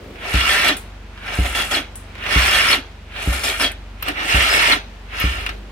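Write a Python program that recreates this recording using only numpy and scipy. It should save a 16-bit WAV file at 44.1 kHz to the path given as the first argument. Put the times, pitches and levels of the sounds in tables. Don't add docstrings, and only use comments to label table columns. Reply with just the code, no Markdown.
import sys
import numpy as np
from scipy import signal
from scipy.fft import rfft, irfft, next_fast_len
from scipy.io import wavfile
from scipy.ndimage import uniform_filter1d, map_coordinates

SR = 44100
rng = np.random.default_rng(int(sys.argv[2]) if len(sys.argv) > 2 else 0)


def gain_from_db(level_db):
    decades = np.asarray(level_db, float) / 20
    return 10 ** decades


def wav_out(sig):
    wavfile.write(sys.argv[1], SR, np.round(np.clip(np.atleast_2d(sig).T, -1, 1) * 32767).astype(np.int16))


N = 251811

# f/Hz, relative level per Hz/dB
HUSH_COLOUR = [(65, -50), (110, -16.5), (141, -13), (201, -8.5), (293, -14), (400, -15), (2500, -21),
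               (2780, -21.5), (16000, -50)]
# t/s, level/dB
HUSH_LEVEL = [(0, -41.5), (1, -43), (2, -41.5), (2.95, -44), (3.9, -43.5), (5, -44), (5.71, -42.5)]
# f/Hz, likeness (1 = the same)
HUSH_LIKENESS = [(60, 0.88), (240, 1), (950, 0.55), (3770, 0.083), (15000, 0.024)]
# t/s, base tone f/Hz, relative level/dB, extra level of the higher tones/dB
IDLE = [(0, 46.5, -42.5, 0.5), (1, 47.5, -41.5, -3.5), (2, 47.5, -39, -3), (3, 47.5, -40.5, -1),
        (4, 47.5, -37.5, -4.5), (5, 47.5, -39, -4), (5.4, 48.5, -33.5, -4.5), (5.71, 50, -38.5, -13)]
# multiple of the base tone, relative level/dB
IDLE_TONES = [(1, -0.5), (1.5, -3.5), (2, -4), (2.5, -18.5)]
# f/Hz, relative level/dB
RUMBLE_COLOUR = [(120, -5), (200, 8.5), (450, 3.5), (700, -7), (1200, -35)]
# from t/s, until t/s, level/dB
RUMBLES = [(0.036, 0.143, -39.5), (5.298, 5.596, -43.5)]

# f/Hz, width/Hz, relative level/dB
CASE = [(960, 53, -16), (1367, 84, 0.5), (1797, 44, -4.5), (2270, 270, 0), (2842, 130, -2.5),
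        (3343, 176, -0.5), (4170, 26, -4.5), (4323, 92, -4), (5320, 400, -5.5), (6420, 470, -2.5),
        (7950, 190, -8), (8650, 210, -4), (9410, 51, -2.5), (9800, 146, -1), (12300, 77, -11)]
# f/Hz, width/Hz, relative level/dB
BLOCK = [(259, 21, -1), (409, 53, 5), (584, 50, 5), (749, 120, 6.5)]
# f/Hz, relative level/dB
GRIND_COLOUR = [(700, -13), (1100, -0.5), (1600, 5), (3000, 0), (3800, -7.5), (5000, -27.5)]
GROAN_COLOUR = [(110, -5), (170, -5.5), (400, -1.5), (600, -1.5), (900, -2), (1300, -46)]
RASP_COLOUR = [(3000, -2.5), (3900, 4), (5500, -6.5), (6900, -12), (8000, -67)]
HISS_COLOUR = [(6000, -10), (7300, 1.5), (10000, -1), (13000, 1.5), (15600, -7.5), (16200, -37)]
# f/Hz, share of the power (0-1)
SHARED_RUBBING = [(250, 1), (500, 0.79), (1000, 0.25), (3000, 0.47), (12000, 0)]

# f/Hz, t/s
YARD_DECAY = [(200, 0.2), (1000, 0.07), (4000, 0.092), (12000, 0.032)]
# f/Hz, relative level/dB
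YARD_COLOUR = [(100, -21), (300, -56), (700, -7.5), (3000, -7), (12000, -5.5)]
# t/s, relative level/dB
KNOCKS = [(0.156, -38), (0.231, -33), (1.176, -36), (1.2201, -46), (1.28, -27), (1.341, -23), (2.154, -34),
          (2.1804, -35), (2.2388, -25.5), (2.2642, -22), (2.2904, -24), (3.1243, -42), (3.1625, -31),
          (4.0251, -21), (4.0832, -16), (5.0858, -51), (5.201, -23), (5.464, -18), (5.4914, -19.5)]

# full from t/s, until t/s,
# relative level/dB, rise/(dB/s), delay of the treble/s, treble over its usual share/dB
DRAGS = [(0.246, 0.734, -26, 218, 0.058, -0.5), (1.282, 1.776, -27.5, 160, 0.078, 1),
         (2.255, 2.77, -24.5, 182, 0.13, 3.5), (3.178, 3.658, -27, 231, 0.058, 2),
         (4.068, 4.092, -24, 292, 0.019, -4.5), (4.175, 4.757, -23.5, 330, 0.079, -1),
         (5.136, 5.5, -30.5, 355, 0.022, -12)]
# full from t/s, until t/s, relative level/dB,
# rise/(dB/s), drift/(dB/s)
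HEAVES = [(0.34, 0.705, -19, 900, 6.5), (2.329, 2.742, -16.5, 300, 3), (4.296, 4.734, -17.5, 702, 7),
          (5.213, 5.436, -21, 250, -58)]
# t/s, length/s, relative level/dB,
# groan and hiss over their usual share/dB
BITES = [(0.488, 0.043, -21, -1.5, -0.5), (0.645, 0.038, -19, 1, 0), (1.449, 0.0085, -24.5, -1, -2.5),
         (1.551, 0.067, -22, -1.5, 1), (1.713, 0.064, -21, -2, 0.5), (2.532, 0.047, -23, -2, 4),
         (2.699, 0.029, -22.5, -2, 0.5), (3.328, 0.0066, -26.5, 1, 4), (3.36, 0.0084, -33.5, -3, 7),
         (3.438, 0.064, -22.5, 0, 3.5), (3.598, 0.056, -20, -2, 0.5), (4.356, 0.074, -24, 1.5, 0),
         (4.53, 0.038, -23.5, 5, 4.5), (4.68, 0.04, -26.5, 3, 3)]
DRAG_SHARE = [-1.5, -9.5, -9.5, -12.5]
HEAVE_SHARE = [-1, -18, -8.5, -17]
BITE_SHARE = [-2, -7, -6, -10]
DRAG_FALL = [337, 250, 330, 300]
HEAVE_FALL = [400, 300, 380, 297]
BITE_FALL = [274, 258, 300, 238]
DRAG_DRIFT = [-6, -12, -5, -2]
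DELAY_PART = [0, .2, .45, 1]
TREBLE_PART = [0, 0.064, 0.39, 1]
RATTLE_SHARE = [-16, -16, -15, -36]

# f/Hz, width/Hz
GEAR = [(5148, 42), (3290, 67)]
# t/s, relative level/dB
RINGS = [(1.7131, -21), (2.4749, -19), (2.51, -22), (2.6026, -23), (2.6819, -17), (3.4352, -23),
         (3.6033, -22), (4.4963, -21), (4.55, -23), (4.6594, -23)]
# t/s, relative pulse strength/dB
THUMPS = [(0.343, 40.5), (1.3887, 41.5), (2.361, 41.5), (3.2751, 40), (4.346, 39), (5.241, 40)]
# f/Hz, width/Hz, relative level/dB
SILENCER = [(62.9, 4.1, -1), (137, 310, -4.5), (90, 5.5, 1.5)]
# t/s, length/s, peak level/dB
SHUDDERS = [(.66, 0.11, -31), (1.72, 0.12, -35), (2.71, 0.11, -33.5), (3.591, 0.099, -30.5),
            (4.062, 0.084, -32), (4.154, 0.15, -35.5), (4.697, .1, -30)]
# t/s, relative level/dB
SQUEALS = [(0.681, -19), (1.742, -17.5), (2.726, -15), (3.634, -16), (4.717, -12)]
# t/s, relative level/dB, time for the ring to die by 60 dB/s,
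# share of the highest ring (0-1)
CLICKS = [(0.7676, -17.5, 0.24, 0.1), (1.955, -21, 0.28, 0), (3.716, -24, 0.064, 0.1),
          (4.025, -12, 0.062, 0.99), (4.084, -18.5, 0.068, 0.3), (5.2, -15, 0.088, 0.97),
          (5.2084, -32, 0.12, 0.7), (5.462, -29, 0.076, 0), (5.4915, -34, 0.086, 0)]
# f/Hz, relative level/dB
TICK_COLOUR = [(5000, -17), (7500, -4), (9000, 5), (11000, -4), (16000, -19)]
TINK_COLOUR = [(9000, -28), (11500, 1), (13500, 8), (16000, -6)]

# t/s, lead of the left channel/s
LEFT_LEAD = [(0, .00005), (3.7, .00005), (4, .00036), (5.71, .00036)]
# f/Hz, left minus right level/dB
BALANCE = [(300, -1.5), (700, 4), (2400, -5), (5000, 7), (12000, 3.5)]


def unit(x):
    return x / np.sqrt(np.mean(x ** 2) + 1e-20)


def along(points, hz):
    f, value = np.transpose(points)
    return np.interp(np.log(hz + 1), np.log(f + 1), value)


def curves(rows):
    s, *columns = np.transpose(rows)
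    return [np.interp(np.arange(N) / SR, s, column) for column in columns]


def wobble(rate):
    points = rng.standard_normal(int(N * rate / SR) + 4)
    return map_coordinates(points, [np.arange(N) * rate / SR])


def filtered(x, response):
    m = next_fast_len(N + SR // 2)
    return irfft(rfft(x, m) * response(np.fft.rfftfreq(m, 1 / SR)), m)[..., :N]


def modes(table, f):
    total = 0
    for k, (centre, width, db) in enumerate(table):
        damping = 1j * f * width
        total = total + (-1) ** k * gain_from_db(db) * damping / (centre * centre - f * f + damping)
    return total


def patchy(x):
    z = signal.stft(x, nperseg=256)[2]
    field = rng.standard_normal(z.shape[1:])
    field = uniform_filter1d(field, size=3, axis=0)
    field = uniform_filter1d(field, size=7, axis=1)
    return unit(signal.istft(z * gain_from_db(1.2 * unit(field)), nperseg=256)[1][:, :N])


def scrape(colour, body, between_db, grit_db, load=1):
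    rub = patchy(rng.standard_normal((3, N))) * gain_from_db(grit_db * wobble(900))
    share = lambda f: np.clip(along(SHARED_RUBBING, f), 0, 1)
    common = filtered(rub[0], lambda f: np.sqrt(share(f)))
    pair = common + filtered(rub[1:], lambda f: np.sqrt(1 - share(f)))
    rung = lambda f: gain_from_db(along(colour, f)) * (modes(body, f) + gain_from_db(between_db))
    ringing = unit(filtered(pair, rung))
    outline = [(centre, db) for centre, width, db in body]
    broad = lambda f: gain_from_db(along(colour, f)) * gain_from_db(along(outline, f))
    smooth = unit(filtered(pair[:, ::-1], broad))
    return (np.sqrt(load) * ringing + np.sqrt(1 - load) * smooth) * gain_from_db(0.6 * wobble(45))


def held(start, end, db, rise, fall, drift=0):
    t = np.arange(N) / SR
    start, db, fall, drift = (np.reshape(v, (-1, 1)) for v in (start, db, fall, drift))
    level = db + drift * (np.clip(t, start, end) - start)
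    level = level - rise * np.clip(start - t, 0, 1) - fall * np.clip(t - end, 0, 1)
    return gain_from_db(2 * level)


def hush():
    angle = lambda f: np.arccos(np.clip(along(HUSH_LIKENESS, f), -1, 1)) / 2
    colour = lambda f: gain_from_db(along(HUSH_COLOUR, f)) * [np.cos(angle(f)), np.sin(angle(f))]
    mid, side = filtered(rng.standard_normal((2, N)), colour)
    return gain_from_db(curves(HUSH_LEVEL)[0] + 0.8 * wobble(4)) * unit(np.array([mid + side, mid - side]))


def idling():
    hz, db, higher_db = curves(IDLE)
    turn = 2 * np.pi * np.cumsum(hz) / SR
    tones = []
    for multiple, level in IDLE_TONES:
        strength = gain_from_db(level + 1.9 * wobble(6.5))
        phase = multiple * turn + 0.14 * wobble(7.5) + 6 * rng.random()
        tones.append(strength * np.sin(phase))
    return np.sqrt(2) * gain_from_db(db) * (tones[0] + gain_from_db(higher_db) * sum(tones[1:]))


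def rumble():
    power = sum(held(s, end, db, 100, 100) for s, end, db in RUMBLES)
    return np.sqrt(power) * scrape(RUMBLE_COLOUR, BLOCK, between_db=-3, grit_db=3.0, load=0.27)


def yard(x):
    wet, step = np.zeros((2, N + SR)), SR // 8
    for start in range(0, N, step):
        hz, t, z = signal.stft(rng.standard_normal((2, SR // 8)), SR, nperseg=256)
        dying = gain_from_db(-60 * t / along(YARD_DECAY, hz)[:, None])
        tail = signal.istft(z * dying, SR, nperseg=256)[1]
        tail = tail / np.linalg.norm(tail[0])
        answer = signal.fftconvolve(x[None, start:start + step], tail, axes=1)
        wet[:, start:start + answer.shape[1]] += answer
    return filtered(wet[:, :N], lambda f: gain_from_db(along(YARD_COLOUR, f)))


def knocks():
    fall, t = np.zeros(N + SR), np.arange(SR // 8) / SR
    for s, db in KNOCKS:
        fall[round(s * SR):][:len(t)] += gain_from_db(db - 60 * t / 0.047)
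    low = scrape(GRIND_COLOUR, CASE, between_db=-6.5, grit_db=1.5, load=1.0)
    high = scrape(RASP_COLOUR, CASE, between_db=0, grit_db=-3.5, load=0.59)
    return fall[:N] * (low + gain_from_db(-8) * high)


def effort():
    drag, heave, bite = 0, 0, 0
    for s, end, db, rise, late, treble_db in DRAGS:
        start = np.minimum(s + late * np.array(DELAY_PART), end)
        share = DRAG_SHARE + treble_db * np.array(TREBLE_PART)
        turning = held(start, end, share, rise, DRAG_FALL, DRAG_DRIFT)
        rattle = held(end, end, RATTLE_SHARE, rise, 125)
        drag = drag + gain_from_db(2 * db) * (turning + rattle)
    for s, end, db, rise, drift in HEAVES:
        heave = heave + gain_from_db(2 * db) * held(s, end, HEAVE_SHARE, rise, HEAVE_FALL, drift)
    for s, length, db, groan_db, hiss_db in BITES:
        share = np.add(BITE_SHARE, [0, groan_db, hiss_db / 2, hiss_db])
        bite = bite + gain_from_db(2 * db) * held(s, s + length, share, 2800, BITE_FALL)
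    return drag, heave, bite


def cranking(power):
    load = np.clip((10 * np.log10(power[0] + 1e-20) + 39.5) / 12, 0, .9)
    since = np.arange(N) / SR - np.array(SQUEALS)[:, :1] - 0.005
    shut = gain_from_db(-160 * np.sum(since * (since > 0) * (since < .25), axis=0))
    layers = [scrape(GRIND_COLOUR, CASE, between_db=-9.5, grit_db=1.5, load=load),
              scrape(GROAN_COLOUR, BLOCK, between_db=-7.5, grit_db=2.5, load=load),
              scrape(RASP_COLOUR, CASE, between_db=-14.0, grit_db=3.0, load=load),
              scrape(HISS_COLOUR, CASE, between_db=-18.5, grit_db=3.5, load=load) * shut]
    return sum(np.sqrt(p) * layer for p, layer in zip(power, layers))


def gear(heave, bite):
    shake, u = np.zeros(N + SR), np.linspace(0, 1, 2200)
    for s, db in RINGS:
        shake[round(s * SR):][:len(u)] += gain_from_db(db - 6) * np.minimum(12 * u, 1) * (1 - u)
    upper = shake[:N] + np.sqrt(heave) * gain_from_db(-22.5 + 3 * wobble(25))
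    lower = np.sqrt(bite) * gain_from_db(-5.5 + 3 * wobble(25.2))
    rings = []
    for hz, width in GEAR:
        ring = filtered(rng.standard_normal(N), lambda f: modes([(hz, width, 0)], f))
        rings.append(unit(ring))
    return upper * rings[0] + lower * rings[1]


def exhaust():
    blows = np.zeros(N)
    for s, db in THUMPS:
        blows[round(s * SR)] = -gain_from_db(db)
        blows[round((s - .006) * SR):][:260] += gain_from_db(db - 54)
    pulse = lambda f: 1 / (1 + 1j * f / 150) ** 2 / (1 + 1j * f / 600) ** 2
    trip = lambda f: .72 * np.exp(-2j * np.pi * f * .0083) / (1 + 1j * f / 480)
    mouth = lambda f: (1j * f / 15) / (1 + 1j * f / 15)
    silencer = lambda f: 1 + modes(SILENCER, f)
    return filtered(blows, lambda f: pulse(f) * mouth(f) * silencer(f) / (1 + trip(f)))


def shudder():
    t = np.arange(N) / SR
    swell = 0
    for s, length, db in SHUDDERS:
        swell = swell + gain_from_db(db) * np.sin(np.pi * np.clip((t - s) / length, 0, 1))
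    return swell * unit(filtered(rng.standard_normal(N), lambda f: modes([(287, 90, 0)], f) ** 2))


def squeals():
    out, u = np.zeros(N), np.linspace(0, 1, 820)
    turn = 2 * np.pi * np.cumsum(4560 + (3710 - 4560) * u) / SR
    whistle = np.sin(np.pi * u) ** .5 * (np.sin(turn) + .45 * np.sin(.72 * turn))
    for s, db in SQUEALS:
        out[round(s * SR):][:len(u)] += gain_from_db(db) * whistle
    return unit(1 + 0.6 * wobble(500)) * out


def clicks():
    fall, t = np.zeros((2, N + SR)), np.arange(SR // 4) / SR
    for s, db, t60, share in CLICKS:
        ring = gain_from_db(db - 9.5 - 60 * t / t60)
        edge = gain_from_db(db + 2.0 - 60 * t / 0.015)
        shape = (ring + edge) * np.minimum(t / 0.0013, 1)
        share = np.clip(share, 0, 1)
        fall[:, round(s * SR):][:, :len(t)] += np.sqrt([[1 - share], [share]]) * shape
    colours = lambda f: gain_from_db([along(TICK_COLOUR, f), along(TINK_COLOUR, f)])
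    noises = filtered(rng.standard_normal((2, N)), colours)
    return gain_from_db(-7) * sum(level[:N] * unit(noise) for level, noise in zip(fall, noises))


def scene():
    drag, heave, bite = effort()
    engine = cranking(drag + heave + bite) + clicks() + knocks() + squeals()
    engine = engine + gear(heave[0], bite[0]) + shudder() + rumble()
    side = np.array([[.5], [-.5]])
    when = np.arange(N) + side * SR * curves(LEFT_LEAD)[0]
    shifted = [map_coordinates(channel, [at], order=5) for channel, at in zip(engine, when)]
    near = filtered(np.array(shifted), lambda f: gain_from_db(side * along(BALANCE, f)))
    return near + yard(engine[0]) + exhaust() + idling() + hush()


def roll_off(x):
    return signal.sosfilt(signal.butter(12, 16850, fs=SR, output="sos"), x)


def record(dry):
    bass_cut = lambda f: (-f * f / (37 ** 2 - f * f + 1j * f * 40)) ** 2
    thin = filtered(dry, lambda f: bass_cut(f) * (f < 16250))
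    return roll_off(thin)


dry = scene()
out = record(dry)
wav_out(out)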